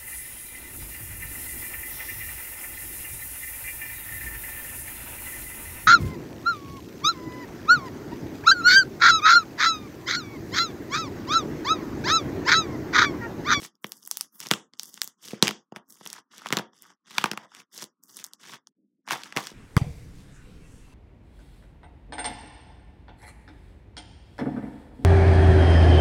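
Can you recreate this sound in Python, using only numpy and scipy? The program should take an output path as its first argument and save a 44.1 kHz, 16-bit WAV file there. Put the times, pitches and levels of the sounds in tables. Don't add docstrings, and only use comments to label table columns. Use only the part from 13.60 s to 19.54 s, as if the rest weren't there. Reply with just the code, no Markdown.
import sys
import numpy as np
from scipy import signal
from scipy.fft import rfft, irfft
from scipy.io import wavfile
from scipy.ndimage import uniform_filter1d

SR = 44100
rng = np.random.default_rng(int(sys.argv[2]) if len(sys.argv) > 2 else 0)


def output_pcm(signal):
    pcm = np.clip(np.atleast_2d(signal).T, -1, 1) * 32767
    wavfile.write(sys.argv[1], SR, np.round(pcm).astype(np.int16))


N = 261865


def undb(db):
    return 10 ** (np.asarray(db) / 20)


def band(x, hz, width_hz):
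    b, a = signal.iirpeak(hz, hz / width_hz, SR)
    return signal.lfilter(b, a, x)


def place(rows, start_s):
    size = rows.shape[1]
    at = (np.asarray(start_s) * SR).astype(int)[:, None] + np.arange(size)
    return np.bincount(at.ravel(), rows.ravel(), N + size)[:N]


def bursts(level_db, colour_hz, q, skirt_db, cycles, size):
    hz = colour_hz[:, None]
    n = np.arange(size)
    decay = np.exp(-n / SR * hz / cycles)
    tear = rng.standard_normal((len(level_db), size)) * decay

    ratio = np.arange(1, size + 2) * SR / (2 * size) / hz
    pocket = 1 / (1 + 1j * q * (ratio - 1 / ratio))
    treble_cut = 1 / (1 + 1j * ratio / 2)
    bass_cut = 1 / (1 - 1000j / (ratio * hz)) ** 2
    skirt = undb(skirt_db) * treble_cut * bass_cut

    rows = irfft(rfft(tear, 2 * size) * (pocket ** 2 + skirt))[:, :size]
    rows = rows * np.cos(n / size * np.pi / 2)
    peak_rms = np.sqrt(uniform_filter1d(rows ** 2, size=30).max(axis=1))
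    return rows * (undb(level_db) / peak_rms)[:, None]


def pops():
    # t/s, burst level/dB, colour f/Hz, knock on tub floor/dB
    large_pockets = [(0.0192, -26.5, 6800, -32), (0.154, -41, 5470, -70), (0.2433, -18, 2230, -26),
                     (0.268, -28.5, 8200, -61), (0.294, -30.5, 12650, -56), (0.32, -16, 7500, -57),
                     (0.429, -35.5, 3530, -72), (0.452, -29.5, 7800, -57), (0.462, -27, 8100, -67),
                     (0.475, -16.5, 10400, -79), (0.5129, -4.5, 10500, -81), (0.555, -33, 2970, -59),
                     (0.5715, -8, 11200, -68), (0.6099, -7.5, 7050, -60.5), (0.803, -17.5, 8900, -46.5),
                     (0.861, -27, 2780, -39), (0.869, -22, 4000, -37.5), (0.887, -23.5, 6640, -48),
                     (0.9074, -23, 2510, -44), (0.9123, 2.5, 3340, -12.5), (0.9188, -18, 1390, -23.5),
                     (0.9364, -11.5, 2380, -29), (1.136, -33, 3350, -50), (1.196, -13, 4450, -68),
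                     (1.233, -18, 7100, -54), (1.257, -28.5, 9300, -75), (1.342, -22.5, 12000, -50),
                     (1.376, -28, 2310, -55), (1.417, -5, 5430, -51), (1.434, -16, 12200, -55),
                     (1.444, -14, 11700, -51), (1.4759, -19.5, 7800, -47.5), (1.7315, -28.5, 404, -20),
                     (1.8256, 8.5, 3550, -5.5), (1.856, -21, 2200, -29), (1.8715, -9, 3040, -26),
                     (1.8798, -5.5, 2800, -35), (1.8897, -14.5, 2490, -22.5), (1.909, -19, 2330, -31),
                     (2.1218, -35.5, 820, -29.5), (2.1613, -24, 2340, -41), (2.1663, -33, 1235, -33.5),
                     (2.3242, -30.5, 6140, -53), (2.4099, -38, 1400, -39.5), (2.4552, -26.5, 7900, -44),
                     (2.4617, -24, 2130, -40.5), (2.4741, -20.5, 7100, -47), (2.502, -21.5, 7340, -52),
                     (2.5299, -17, 6750, -66), (2.781, -26, 6300, -48), (2.8591, -20, 1420, -38),
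                     (2.8687, -21.5, 2610, -42), (2.8873, -25, 3610, -51), (2.9043, -23.5, 1660, -27),
                     (2.9254, -5.5, 2710, -14.5), (2.9329, -15.5, 2130, -20), (2.9696, -8, 2550, -17.5),
                     (2.975, -16.5, 1900, -28), (2.987, -17.5, 2700, -30.5), (2.993, -21.5, 1220, -23),
                     (3.133, -43.5, 2520, -56.5), (3.2222, -26.5, 11500, -58), (3.582, -4, 2110, -26.5),
                     (3.6406, -5.5, 1570, -17.5), (3.6579, -16, 1280, -30), (3.7142, -14.5, 2800, -24),
                     (3.733, -26, 1720, -30), (3.7746, -19, 1740, -33.5), (3.918, -40, 1500, -63),
                     (3.949, -30, 3650, -55), (4.178, -23, 4970, -44), (4.229, -27, 4660, -36.5),
                     (4.241, -21.5, 6240, -37), (4.437, -28.5, 11000, -67), (4.5694, -19, 9840, -87),
                     (4.6415, -16.5, 8300, -75), (4.6462, -21.5, 6600, -69), (4.665, -28, 8100, -66),
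                     (4.735, -24, 6360, -56), (5.0716, -32, 3990, -76.5), (5.4761, -27.5, 1310, -43.5),
                     (5.4867, -24, 2190, -50.5), (5.508, -11, 2080, -60), (5.5177, -16.5, 1880, -54),
                     (5.532, -14.5, 1880, -47), (5.6349, -22.5, 3070, -66), (5.7243, -23.5, 2000, -45),
                     (5.7641, -16.5, 1720, -18), (5.7716, -6, 2730, -20.5), (5.87, -21, 3120, -49),
                     (5.915, -64, 900, -35)]
    start_s, level_db, colour_hz, thump_db = np.transpose(large_pockets)
    shape = dict(q=.7, skirt_db=-9, size=512)
    snap = place(bursts(level_db, colour_hz, cycles=3, **shape), start_s)
    even = place(bursts(level_db, colour_hz, cycles=.5, **shape), start_s)
    knocks = place(undb(thump_db)[:, None], start_s)
    return snap, even, knocks


def kneading(s):
    # start t/s, length t/s, level/dB, swell over the squeeze/dB, mid-squeeze brightness/dB
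    squeezes = [(0.0, 0.05, -43, 3.5, 5.5), (0.227, 0.41, -55.5, 6, 13), (0.733, 0.062, -51, 3, 25),
                (0.808, 0.058, -41, -2, 5), (1.168, 0.12, -58.5, 6, 4.5), (1.225, 0.29, -46.5, -11, 9),
                (1.592, 0.069, -59, 16, 7), (1.679, 0.13, -40, -20, 1.5), (2.288, 0.041, -51.5, 0.5, 14),
                (2.349, 0.23, -54, 4.5, 4.5), (2.717, 0.16, -54, 6.5, 0.5), (3.143, 0.17, -57.5, 4, 4),
                (3.472, 0.15, -52.5, 11.5, 0), (3.788, 0.047, -60.5, 9.5, -7),
                (3.883, 0.12, -61.5, 14.5, 2.5), (4.145, 0.079, -44.5, 4, 7.5),
                (4.432, 0.17, -56, 11, 11.5), (4.607, 0.079, -53.5, -7.5, 0.5),
                (4.703, 0.0091, -72.5, 14, -3.5), (4.803, 0.14, -52.5, 10, 2),
                (5.478, 0.047, -48.5, 18, -0.5), (5.574, 0.32, -45, -20.5, -2.5),
                (5.794, 0.12, -44.5, -3.5, 5)]
    # t/s, peak level/dB
    slumps = [(0.918, -48.5), (1.84, -38), (2.157, -53), (2.931, -37), (2.987, -51), (3.653, -44.5),
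              (3.722, -51), (5.518, -36.5), (5.771, -35)]
    press_db_per_s, lift_db_per_s = 563.5, 498
    dulling_db_per_s = 40
    slump_rise_db_per_s, slump_fade_db_per_s, slump_bright_db = 899.5, 227.5, -9.5

    start, length, level_db, swell_db, bright_db = np.transpose(squeezes)[..., None]
    held = np.clip(s - start, 0, length)
    press_db = press_db_per_s * np.maximum(start - s, 0)
    lift_db = lift_db_per_s * np.maximum(s - start - length, 0)
    squeeze_db = level_db + swell_db * held / length - press_db - lift_db
    squeeze_bright_db = bright_db - dulling_db_per_s * (held - length / 2)

    at, peak_db = np.transpose(slumps)[..., None]
    slump_db = peak_db - np.maximum(slump_rise_db_per_s * (at - s), slump_fade_db_per_s * (s - at))

    power = undb(2 * np.vstack([squeeze_db, slump_db])) + 1e-30
    brightness = np.vstack([squeeze_bright_db, np.full_like(slump_db, slump_bright_db)])
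    total = power.sum(axis=0)
    return 10 * np.log10(total), (power * brightness).sum(axis=0) / total


def crackle(count=11000):
    s = np.sort(rng.random(count)) * (N - 1) / SR
    size_chance, colour_chance, sign_chance = rng.random((3, count))
    level_db, bright_db = kneading(s)

    patch_sd_db, patch_sd_octaves = 1.5, .2
    clump = rng.standard_normal((2, N // 512 + 1))[:, (s * SR).astype(int) // 512]
    size_db = np.minimum(-2.7 * np.log(size_chance), 14)
    db = level_db + patch_sd_db * clump[0] + size_db
    octaves = bright_db / 8 + patch_sd_octaves * clump[1] + 2.2 * (colour_chance - .5)
    hz = np.clip(3200 * 2 ** octaves, 700, 14000)
    fizz = place(bursts(db, hz, q=1.2, skirt_db=-9, cycles=1.6, size=256), s)

    push = undb(db - 17.5 - .6 * bright_db) * np.sign(sign_chance - .5)
    return fizz, place(push[:, None], s)


def tub(air, knocks):
    # f/Hz, width/Hz, gain/dB
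    wall_modes = [(957, 600, -1.5), (3410, 420, -13), (5600, 1400, -9)]
    # f/Hz, gain/dB, t60/s
    floor_modes = [(218, -9.5, 0.038), (257, -6, 0.018), (346, 13.5, 0.006)]
    walls = air / 2
    for hz, width_hz, db in wall_modes:
        walls = walls + undb(db) * band(air, hz, width_hz)

    t = np.arange(SR // 8) / SR
    ring = np.zeros(len(t))
    for hz, db, t60_s in floor_modes:
        ring += undb(db) * np.sin(2 * np.pi * hz * t) * 1000. ** (-t / t60_s)
    ring *= 1 - np.exp(-t / 0.0011)
    return walls + signal.fftconvolve(knocks, ring)[:N]


def room(x):
    # f/Hz, t60/s, gain/dB
    tail_bands = [(420, 0.27, -37), (3200, 0.33, -46.5), (9800, 0.15, -41)]
    t = np.arange(SR // 2) / SR
    tail = np.zeros(len(t))
    for hz, t60_s, db in tail_bands:
        noise = band(rng.standard_normal(len(t)), hz, 2 * hz)
        tail += undb(db) * noise * 1000. ** (-t / t60_s)
    return signal.fftconvolve(x, tail * (t > .003))[:N]


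def hum(size=1024):
    drag_start_s, drag_db = 5.15, 6
    whirr_stop_s, whirr_hz, whirr_width_hz, whirr_gain_db = 5.04, 1150, 260, -54
    t = np.arange(N) / SR

    steps = np.repeat(rng.standard_normal(N // size + 1), size)
    waver = uniform_filter1d(steps, size)[:N]
    murmur_db = -40 + 3 * waver + drag_db * (t > drag_start_s)
    murmur = band(band(rng.standard_normal(N), 200, 70), 280, 100) * undb(murmur_db)

    whirr = band(rng.standard_normal(N), whirr_hz, whirr_width_hz)
    whirr = band(whirr, whirr_hz, 2 * whirr_width_hz) * undb(whirr_gain_db)
    return murmur + whirr * (t < whirr_stop_s)


def scene():
    snap, even, knocks = pops()
    fizz, pushes = crackle()
    floor_force = knocks + pushes
    near = tub(snap + fizz, floor_force)
    far = room(tub(even + fizz, floor_force))
    return (near + far + hum())[None]


def suppress(x, quiet_db, size=512):
    # f/Hz, level per STFT bin/dB
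    assumed_noise = [(230, -86), (1800, -92), (2400, -72), (3000, -83), (3600, -82), (4100, -74),
                     (4900, -88), (6000, -88)]
    frames = dict(fs=SR, nperseg=size, noverlap=size - size // 4)
    hz, _, z = signal.stft(x, **frames)
    power = uniform_filter1d(np.abs(z) ** 2, size=7, axis=-2)
    power = uniform_filter1d(power, size=9, axis=-1, origin=2)
    noise = undb(2 * np.interp(hz, *np.transpose(assumed_noise)))[:, None]
    total = power.sum(axis=-2, keepdims=True)
    band_gain = (power / (power + noise)) ** 2
    lull_gain = (total / (total + undb(2 * quiet_db))) ** 2
    return signal.istft(z * band_gain * lull_gain, **frames)[1][..., :N]


def record(dry):
    bass_cut_hz, lag_hz, top_hz = 130, 700, 15700
    x = signal.sosfilt(signal.butter(4, bass_cut_hz, "high", fs=SR, output="sos"), dry)
    lag = np.exp(-2 * np.pi * lag_hz / SR)
    for _ in range(6):
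        x = signal.lfilter([-lag, 1], [1, -lag], x)
    x = suppress(x, quiet_db=-67)
    x = .8 * np.tanh(x)
    return signal.sosfilt(signal.ellip(10, .2, 90, top_hz, fs=SR, output="sos"), x)


dry = scene()
out = record(dry)
output_pcm(out)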